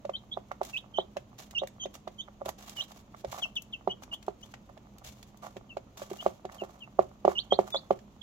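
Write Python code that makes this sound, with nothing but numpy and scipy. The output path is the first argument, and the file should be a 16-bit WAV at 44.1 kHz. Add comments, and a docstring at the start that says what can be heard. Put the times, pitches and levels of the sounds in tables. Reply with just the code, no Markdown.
"""Chicks peep and peck for food in a plastic bin indoors.
Each peep is a short whistle from the bird's voice organ, the syrinx, sweeping up or sliding down.
Beaks knock on the bin floor, make it ring and toss crumbs; heavy steps thud through the bin.
Feet, wings and pecks rustle and snap the wood shavings. Behind it all, the room hums faintly."""
import sys
import numpy as np
from scipy import signal
from scipy.fft import rfft, irfft
from scipy.io import wavfile

SR = 44100
rng = np.random.default_rng(int(sys.argv[2]) if len(sys.argv) > 2 else 0)


def output_pcm(signal):
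    """Save a mono or channel-first signal as 16-bit PCM at the path in sys.argv[1].

    Samples are clipped to [-1, 1] before scaling.
    """
    pcm = np.clip(np.atleast_2d(signal).T, -1, 1) * 32767
    wavfile.write(sys.argv[1], SR, np.round(pcm).astype(np.int16))


N = 362502

# Beak blows on the floor: start_s, level_db, hardness_db_per_octave, crack_db, hollow_ring_db
PECKS = [(0.0505, -25.5, 6.5, -41.5, 12.5), (0.0942, -19, 7, -39.5, 4), (0.3725, -18.5, 7.5, -46, -2.5),
         (0.515, -20, 22.5, -39, 5), (0.6141, -14, 7, -39.5, 0), (0.9857, -9, 5, -50, 0),
         (1.1675, -22, 5.5, -31.5, 11), (1.6191, -22, 1.5, -55, 15), (1.634, -20.5, 5, -40.5, 8.5),
         (1.8561, -24, -0.5, -37, 7.5), (2.0754, -23, 7, -38.5, -4), (2.284, -35, 23, -60, 10),
         (2.416, -24.5, 9, -56, 9), (2.4603, -23, -0.5, -48, 3), (2.4904, -20.5, 12, -31.5, -5),
         (3.146, -32.5, 20, -52, -2), (3.2455, -21.5, 1.5, -38, 3.5), (3.875, -9, 3.5, -38.5, -7.5),
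         (4.2815, -14, 4.5, -40.5, -14), (4.539, -31, 34, -34, -6), (4.6966, -38.5, 18, -62, 11),
         (4.7749, -40, 10, -46.5, 4), (5.566, -29, -7, -38, 0), (5.769, -20.5, 4.5, -37, 5.5),
         (6.018, -26.5, 0, -39, 8), (6.1137, -24, -12, -41.5, -6), (6.2268, -31, 16, -55, -10),
         (6.2625, -6.5, 4.5, -32, -1.5), (6.4514, -22, 1.5, -40, -7), (6.4965, -33, 26, -55, 0),
         (6.6202, -20.5, -5, -61, -1), (6.6354, -25, 8.5, -48, 2.5), (6.991, -2, 4.5, -37.5, -0.5),
         (7.25, -4.5, 2.5, -32, -0.5), (7.2785, -3, 1.5, -34.5, 0), (7.5234, -5, 3.5, -31, -1),
         (7.5895, -3.5, 3, -33.5, -0.5), (7.745, -15.5, 11.5, -36.5, -0.5), (7.754, -18.5, 9.5, -48, 5),
         (7.9075, -5, 3, -32.5, 3)]
PEEP_TAIL_S = 0.035  # time for a peep to close and its echoes to die


def gain_of(db):
    """Turns decibels into a number to multiply by."""
    return 10 ** (np.asarray(db) / 20)


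def unit_power(x):
    """Scales a signal to an average power of 1."""
    return x / np.sqrt(np.mean(x ** 2) + 1e-20)


def curve_at(points, hz):
    """Reads between (frequency, value) points along straight lines on a log frequency scale."""
    point_hz, values = np.transpose(points)
    return np.interp(np.log(hz + 1), np.log(point_hz + 1), values)


def add(mix, start_s, sound):
    """Mixes a sound in at the given time."""
    part = mix[:, max(round(start_s * SR), 0):][:, :sound.shape[1]]
    part += sound[:, :part.shape[1]]


def panned(pan_db):
    """Left and right gains; pan_db is how much louder the left side is."""
    return unit_power(gain_of([[pan_db / 2], [-pan_db / 2]]))


def wander(rate_hz, size):
    """A smooth random wobble, mostly slower than rate_hz."""
    hz = np.fft.rfftfreq(size, 1 / SR)
    return unit_power(irfft(rfft(rng.standard_normal(size)) / (1 + (hz / rate_hz) ** 4), size))


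def glide(t, times, pitches):
    """Eases from each pitch to the next."""
    index = np.arange(len(times))
    leg = np.interp(t, np.maximum.accumulate(times), index)
    return np.interp(np.floor(leg) + np.sin(np.pi / 2 * (leg % 1)) ** 2, index, pitches)


def quickest_ring(gains):
    """The quickest response to a click that has these gains across frequency."""
    log_gains = np.log(np.maximum(np.concatenate([gains, gains[-2:0:-1]]), 1e-5))
    return np.fft.ifft(np.exp(np.conj(signal.hilbert(log_gains)))).real


def filtered(x, response):
    """Passes a sound through a ring or a set of echoes, keeping its length."""
    return signal.oaconvolve(x, response, axes=1)[:, :x.shape[1]]


def room_air(noise_db=-57, waver=0.32):
    """Low room noise with a wavering hum."""
    # Tone colour of the noise: frequency_hz, level_db
    colour = [(15, -35), (25, -5), (117, -1), (161, -3), (217, -1), (451, -13), (607, -12), (1190, -18),
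              (1610, -28), (3160, -27), (5280, -35), (6740, -29), (8830, -52), (12200, -41), (16000, -46)]
    # Tones in the hum: pitch_hz, level_db
    hum_tones = [(54, -66.5), (120, -68.5), (206, -63.5)]
    # How alike left and right are: frequency_hz, likeness (0 to 1)
    side_likeness = [(30, 0.61), (150, 1), (500, 0.82), (1200, 0.057), (3000, 0.08), (16000, 0.091)]
    hz, t = np.fft.rfftfreq(N, 1 / SR), np.arange(N) / SR
    left, unrelated = rfft(rng.standard_normal((2, N)))
    likeness = np.clip(curve_at(side_likeness, hz), -1, 1)
    right = likeness * left + np.sqrt(1 - likeness ** 2) * unrelated
    noise = irfft(np.array([left, right]) * gain_of(curve_at(colour, hz)), N)
    hum = np.zeros(N)
    for pitch_hz, level_db in hum_tones:
        wobble = 1 + waver * (wander(9.9, N) + 1j * wander(3.6, N))  # in loudness and phase
        hum += gain_of(level_db) * np.sqrt(2) * (wobble * np.exp(2j * np.pi * pitch_hz * t)).real
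    return (gain_of(noise_db) * unit_power(noise) + hum) * panned(-1.6)


def room_echo(x, build_s=0.0036):
    """The room's soft wash of echoes, each frequency band dying at its own speed."""
    # Time the room takes to fade by 60 dB: frequency_hz, fade_s
    fade_times = [(150, 0.34), (500, 0.19), (1200, 0.2), (3000, 0.23), (8000, 0.27), (16000, 0.052)]
    hz, t, bands = signal.stft(rng.standard_normal((2, SR // 2)), SR, nperseg=256)
    fade = gain_of(-60 * t / curve_at(fade_times, hz)[:, None])
    tail = signal.istft(bands * fade * np.minimum(t / build_s, 1), SR, nperseg=256)[1]
    return filtered(x, tail / np.linalg.norm(tail[0]))


def wall_echoes(echo_db, fade_s, count=14):
    """The direct sound and its first bounces off the bin's walls, different left and right."""
    response = np.zeros((2, 1024))
    delays = rng.integers(30, 800, (2, count))  # in samples
    echoes = rng.choice([-1., 1.], delays.shape) * np.exp(-delays / SR / fade_s)
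    echoes /= np.linalg.norm(echoes, axis=1, keepdims=True)
    np.put_along_axis(response, delays, gain_of(echo_db) * echoes, 1)
    response[:, 0] = 1
    return response / np.linalg.norm(response[0])


def floor_ring(hardness, hollow_db=0, spot_db=0, spot_shift=0, left_lag_s=0.00017):
    """The bin floor rings after a blow: harder contact lifts its high tones; each spot favours its own."""
    # The floor's natural tones: pitch_hz, width_hz, level_db, left_extra_db
    floor_tones = [(196.3, 47.4, -3, -5), (369.7, 53, 1, 0.5), (397.6, 59, 1, -5), (560.7, 84, 3.5, -2.5),
                   (631.4, 126, 3, -9.5), (734.4, 78, -1, -5.5), (833, 138, -7.5, -4), (985, 86, -13.5, -3),
                   (1161, 246, -11, -7.5), (1376, 160, -19.5, -26.5), (1860, 214, -25, 1),
                   (2130, 300, -21, -28)]
    lowest_hz, contact_hz, hollow_hz, hollow_width_hz = 190, 1090, 567, 107
    hz = np.fft.rfftfreq(8192, 1 / SR)
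    blow = gain_of(hardness * np.log2(np.clip(hz, 340, 1900) / 600))
    blow /= np.sqrt(1 + (hz / contact_hz) ** 8)
    blow *= hz ** 2 / (hz ** 2 + lowest_hz ** 2)
    # a blow near the middle of the floor sounds hollow
    blow *= gain_of(hollow_db / (1 + (2 * (hz - hollow_hz) / hollow_width_hz) ** 2))
    spot = rng.uniform(-1, 1, (len(floor_tones), 2))
    power = np.zeros((2, len(hz)))
    for (pitch_hz, width_hz, level_db, left_db), (louder, higher) in zip(floor_tones, spot):
        height = gain_of([[level_db + left_db], [level_db]]) * gain_of(spot_db * louder)
        centre_hz = pitch_hz * (1 + spot_shift * higher)
        power += (height / (1 + (2 * (hz - centre_hz) / width_hz) ** 2)) ** 2
    ring = np.array([-quickest_ring(np.sqrt(side) * blow) for side in power])
    ring[0] = irfft(rfft(ring[0]) * np.exp(-2j * np.pi * hz * left_lag_s))
    return ring / abs(ring[1]).max()


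def thuds(sway_hz=72, flex_hz=125, fade_s=0.017, peck_offset_db=-43.5):
    """A chick's weight, and less so a peck, sets the bin's lowest tones going."""
    # Heavy steps: start_s, peak_db
    heavy_steps = [(2.464, -45), (3.263, -42), (3.329, -51), (5.061, -45.5)]
    out, t = np.zeros((2, N)), np.arange(6000) / SR
    tones = np.sin(2 * np.pi * sway_hz * t) + np.sin(2 * np.pi * flex_hz * t)
    thud = t / fade_s * np.exp(-t / fade_s) * tones
    peck_thuds = [(start_s, db + peck_offset_db) for start_s, db, *_ in PECKS]
    for start_s, peak_db in heavy_steps + peck_thuds:
        add(out, start_s, gain_of(peak_db) * thud[None] / abs(thud).max())
    return out


def woody(x, brightness=0):
    """Makes clicks sound like dry wood; thinner chips are brighter (in dB per octave above 2 kHz)."""
    # Tone colour of dry shavings: frequency_hz, level_db
    colour = [(100, -21.5), (500, 3.5), (1200, -4.5), (1700, -0.5), (3500, 2), (5000, -1.5), (6700, 2.5),
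              (7800, -4), (9000, -12.5), (11000, -7.5), (13000, -5.5), (16000, -11.5)]
    hz = np.fft.rfftfreq(512, 1 / SR)
    treble_db = brightness * np.log2(np.maximum(hz, 2000) / 2000)
    response = quickest_ring(gain_of(curve_at(colour, hz) + treble_db))
    return filtered(x, response[None] / np.linalg.norm(response))


def crack(fade_s, brightness):
    """A tiny brittle burst that builds as a chip bends, with its echoes."""
    age = np.arange(2048) / SR / fade_s
    burst = rng.laplace(size=(2, len(age))) * age ** 2 * np.exp(-age)
    burst = woody(filtered(burst, wall_echoes(echo_db=-4.5, fade_s=0.0077)), brightness)
    return burst / abs(burst).max(1, keepdims=True)


def clicks(per_s):
    """Scattered clicks of uneven size, a few of them large."""
    return unit_power(rng.laplace(size=(2, N)) * (rng.random(N) < per_s / SR))


def feet_side(time_s):
    """Left and right gains of the scratching at this moment."""
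    # Where the busiest feet are: time_s, pan_db
    feet_path = [(0.6, -2), (2.8, -2), (3.3, 0), (4.3, 6), (5.2, 0), (6.5, -2), (7.7, -3)]
    return panned(np.interp(time_s, *np.transpose(feet_path)))


def rustle(rise_s=0.0029, clump_db=4, idle_db=-80, fidget_db=2.5, idle_scrape_db=-66):
    """Stirred shavings crackle in clumps while claws scrape the floor."""
    # Rustles from feet, wings and heavy pecks: start_s, hold_s, settle_s, level_db, scrape_offset_db
    stirs = [(0.622, 0.092, .006, -54.5, -1.5), (0.723, 0.064, .006, -62, -10),
             (1.385, 0.0056, 0.03, -46, -4), (1.939, 0.024, 0.0097, -57, 1),
             (2.451, 0.041, 0.0038, -52, 10.5), (2.581, 0.15, 0.012, -57, 0),
             (2.754, 0.085, .006, -55.5, -0.5), (2.879, 0.14, 0.0035, -60.5, -1.5),
             (3.165, 0.046, .006, -60.5, -10), (3.267, 0.054, .006, -59.5, 5),
             (3.316, 0.068, 0.046, -50.5, 8), (4.02, 0.016, 0.0039, -57, 10),
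             (4.123, 0.026, .006, -58.5, 5), (4.385, .15, .006, -70, -16), (5.044, 0.0091, 0.047, -47, -10),
             (5.424, 0.037, .04, -61, 12), (5.972, 0.062, 0.032, -49, 4), (6.1, 0.18, 0.048, -61, 3.5),
             (6.506, 0.13, 0.089, -65, 12.5), (7.289, 0.0088, 0.053, -57, 14),
             (7.581, .02, 0.14, -60.5, 8.5)]
    peck_stirs = [(start_s, 0, 0.04, db - 64, 10) for start_s, db, *_ in PECKS]  # same columns
    chips, claws = np.zeros((2, N)), np.zeros((1, N))
    for start_s, hold_s, settle_s, level_db, scrape_db in stirs + peck_stirs:
        t = np.arange(-2 * rise_s, hold_s + 5 * settle_s, 1 / SR)
        rise, settle = np.minimum(t / rise_s - 1, 0), np.maximum(t - hold_s, 0) / settle_s
        push = gain_of(level_db) * np.exp(rise - settle)
        add(chips, start_s + t[0], push * feet_side(start_s))
        add(claws, start_s + t[0], push[None] * gain_of(scrape_db))
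    chips += gain_of(idle_db + fidget_db * wander(25, N))  # the chicks never stand quite still
    clumps = gain_of(clump_db * wander(50, N))
    scrape = claws[0] * clumps * clicks(per_s=1000)[0] + gain_of(idle_scrape_db) * clicks(per_s=40)[0]
    ring = floor_ring(hardness=18.5)
    crackle = filtered(chips * clumps * clicks(per_s=7000), wall_echoes(echo_db=-7, fade_s=0.006))
    return woody(crackle) + filtered(np.array([scrape, scrape]), ring / np.linalg.norm(ring[1]))


def snaps(boost_db=2):
    """Single shavings break or flick against each other."""
    # The loudest snaps: start_s, level_db, brightness_db_per_octave
    breaks = [(0.631, -36, 1), (0.6486, -35.5, 2.5), (1.5086, -39.5, 1), (1.6716, -34.5, -0.5),
              (2.4564, -33, 1), (2.489, -28.5, 4.5), (2.6942, -33.5, 1), (3.5542, -39.5, 2.5),
              (3.6197, -35, 8), (4.034, -37.5, -0.5), (4.139, -38, 4), (4.226, -43, -2.5),
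              (4.264, -47, 0.5), (4.436, -51, 1), (4.5383, -40, -7), (5.3717, -47.5, 3.5), (6.23, -41, 3),
              (4.9823, -44.5, 3), (5.227, -40, -0.5), (6.169, -42, 1.5), (6.544, -40.5, 1),
              (7.703, -39.5, 0.5), (7.989, -48, -3.5)]
    out = np.zeros((2, N))
    for start_s, level_db, brightness in breaks:
        snap = crack(fade_s=0.001, brightness=brightness)
        add(out, start_s, gain_of(level_db + boost_db) * feet_side(start_s) * snap)
    return out


def pecks(touch_db=-27, touch_lead_s=0.002543, crumbs_db=-54, land_s=0.017, spread_s=0.011):
    """Each peck lightly touches the floor, knocks and rings it, cracks a shaving and scatters crumbs."""
    out, t = np.zeros((2, N)), np.arange(3000) / SR
    for start_s, level_db, hardness, crack_db, hollow_db in PECKS:
        knock = floor_ring(hardness, hollow_db, spot_db=3, spot_shift=0.015)
        add(out, start_s, gain_of(level_db) * knock)
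        touch_s = start_s - touch_lead_s * rng.uniform(0.49, 2.12)
        add(out, touch_s, gain_of(0.4 * level_db + touch_db) * floor_ring(hardness + 3))
        add(out, start_s, gain_of(crack_db) * crack(fade_s=0.0012, brightness=-7))
        crumbs = rng.laplace(size=(2, len(t))) * np.exp(-((t - land_s) / spread_s) ** 2 / 2)
        add(out, start_s, gain_of(level_db + crumbs_db) * woody(crumbs, brightness=-9.5))
    return out


def whistle(t, hz, breath_db, level_db, pan_db, overtone_db, jitter=0.0078, left_lead_s=0.00009):
    """A nearly pure tone from the syrinx, with its overtones and echoes off the bin's walls."""
    # How the throat and open beak favour the overtone: frequency_hz, gain_db
    throat = [(5200, -14.5), (5800, 4), (6400, 2.5), (7100, -3.5), (7800, -16), (9000, -36)]
    beak_hz, beak_width_hz, beak_db = 3200, 320, 5
    cycles = np.cumsum(hz * (1 + jitter * wander(500, len(t)))) / SR
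    phase = 2 * np.pi * (cycles + hz * np.array([[left_lead_s], [0]]))
    effort = gain_of(breath_db)
    # overtones grow faster with effort than the main tone does
    overtone_gain = np.sqrt(effort) * gain_of(overtone_db + curve_at(throat, 2 * hz))
    overtones = overtone_gain * (np.sin(2 * phase) + gain_of(-36.5) * np.sin(3 * phase))
    # throat and beak resonate, so the tone swells as it passes beak_hz
    beak_gain = gain_of(beak_db / (1 + (2 * (hz - beak_hz) / beak_width_hz) ** 2) - beak_db)
    voice = effort * (beak_gain * np.sin(phase) + overtones)
    tone = filtered(voice, wall_echoes(echo_db=-4, fade_s=0.0084))
    power = np.mean(tone[:, t < t[-1] - PEEP_TAIL_S] ** 2, axis=1, keepdims=True)
    return gain_of(level_db) * panned(pan_db) * tone / np.sqrt(power)


def falling_peeps(rest_hz=2677, release_db_per_s=1500):
    """Short peeps that swell and fade as they slide down to one resting pitch."""
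    # Falling calls: start_s, length_s, start_hz, level_db, pan_db
    calls = [(3.418, .032, 3480, -31, 4.5), (3.556, 0.026, 3660, -32, 3), (3.726, 0.023, 3540, -37, 3),
             (5.693, 0.028, 3070, -49.5, 2), (6.582, 0.038, 3190, -47.5, 0), (6.805, 0.037, 3220, -47, 1)]
    out = np.zeros((2, N))
    for start_s, length_s, start_hz, level_db, pan_db in calls:
        t = np.arange(0, length_s + PEEP_TAIL_S, 1 / SR)
        progress = np.minimum(t / length_s, 1)
        hz = rest_hz + (start_hz - rest_hz) * (1 - np.sin(np.pi / 2 * progress ** 1.4))
        breath_db = np.interp(progress, [0, 0.52, 1], [-19, 0, -5])
        breath_db -= release_db_per_s * np.maximum(t - length_s, 0)
        overtone_db = 23.5 + 1.5 * level_db  # louder peeps are brighter
        add(out, start_s, whistle(t, hz, breath_db, level_db, pan_db, overtone_db))
    return out


def rising_peeps(open_s=0.0048, turn_s=0.00915, close_s=0.013, sag_hz_per_s=6500, sweep_hz_per_s=58000):
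    """The pitch sags, sweeps up to a top note and hooks down as the syrinx closes."""
    # Rising calls: start_s, time_to_top_s, low_hz, top_hz, level_db, pan_db, overtone_db
    calls = [(0.134, .041, 3060, 4080, -37.5, 2, -43), (0.313, 0.032, 3306, 3920, -38, -5, -37),
             (0.731, 0.058, 2536, 3750, -34.5, -6, -33), (0.939, 0.056, 2977, 4040, -39.5, -8, -33.5),
             (0.981, .039, 3060, 3890, -41, -3, -40), (1.548, .056, 2730, 3840, -31, -6, -25),
             (1.796, .058, 3065, 3700, -39.5, -3, -13.5), (2.183, 0.041, 3084, 3750, -39, -5, -20.5),
             (2.767, 0.062, 2824, 4030, -35, -5, -25), (3.893, 0.032, 2895, 3330, -37, 0, -37),
             (4.113, 0.037, 2810, 3520, -37.5, 0.5, -42), (4.423, 0.023, 2890, 3540, -49.5, 5, -15),
             (6.186, 0.033, 2860, 3460, -42.5, 3, -51), (7.352, .06, 2794, 4480, -31, -7, -33),
             (7.506, 0.047, 3183, 4455, -30, -6, -33), (7.722, 0.061, 3364, 4560, -34, -3, -28),
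             (8.212, 0.027, 3300, 3790, -40.5, -13, -32)]
    # Strength of the breath: onset_db, open_db, strongest_db, top_db, closing_db
    breath_stages = [-21, -4, 5.5, -10, -19]
    out = np.zeros((2, N))
    for start_s, top_s, low_hz, top_hz, level_db, pan_db, overtone_db in calls:
        t = np.arange(0, top_s + PEEP_TAIL_S, 1 / SR)
        span_hz = top_hz - low_hz
        sweep_s = turn_s + span_hz / sweep_hz_per_s
        sag_s = max(top_s - sweep_s, open_s)
        pitches = [low_hz + sag_hz_per_s * sag_s, low_hz, top_hz, top_hz - 0.5 * span_hz]
        hz = glide(t, [0, sag_s, top_s, top_s + close_s], pitches)
        stage_times = [0, open_s, sag_s + 0.28 * sweep_s, top_s, top_s + close_s, t[-1]]
        breath_db = np.interp(t, np.maximum.accumulate(stage_times), [*breath_stages, -110])
        add(out, start_s, whistle(t, hz, breath_db, level_db, pan_db, overtone_db))
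    return out


def scene():
    """Voices, pecks, litter and thuds in the bin, with the room's echo and air."""
    voices = rising_peeps() + falling_peeps()
    knocks = pecks()
    litter = rustle() + snaps()
    echo = room_echo(gain_of(-21.5) * voices + gain_of(-16.5) * knocks + gain_of(-15) * litter)
    return voices + knocks + litter + thuds() + echo + room_air()


def record(dry):
    """Cuts the highest treble, above about 16 kHz."""
    low_pass = signal.firwin(511, 15950, window=("kaiser", 9), fs=SR)
    return signal.oaconvolve(dry, low_pass[None], "same")


dry = scene()
out = record(dry)
output_pcm(out)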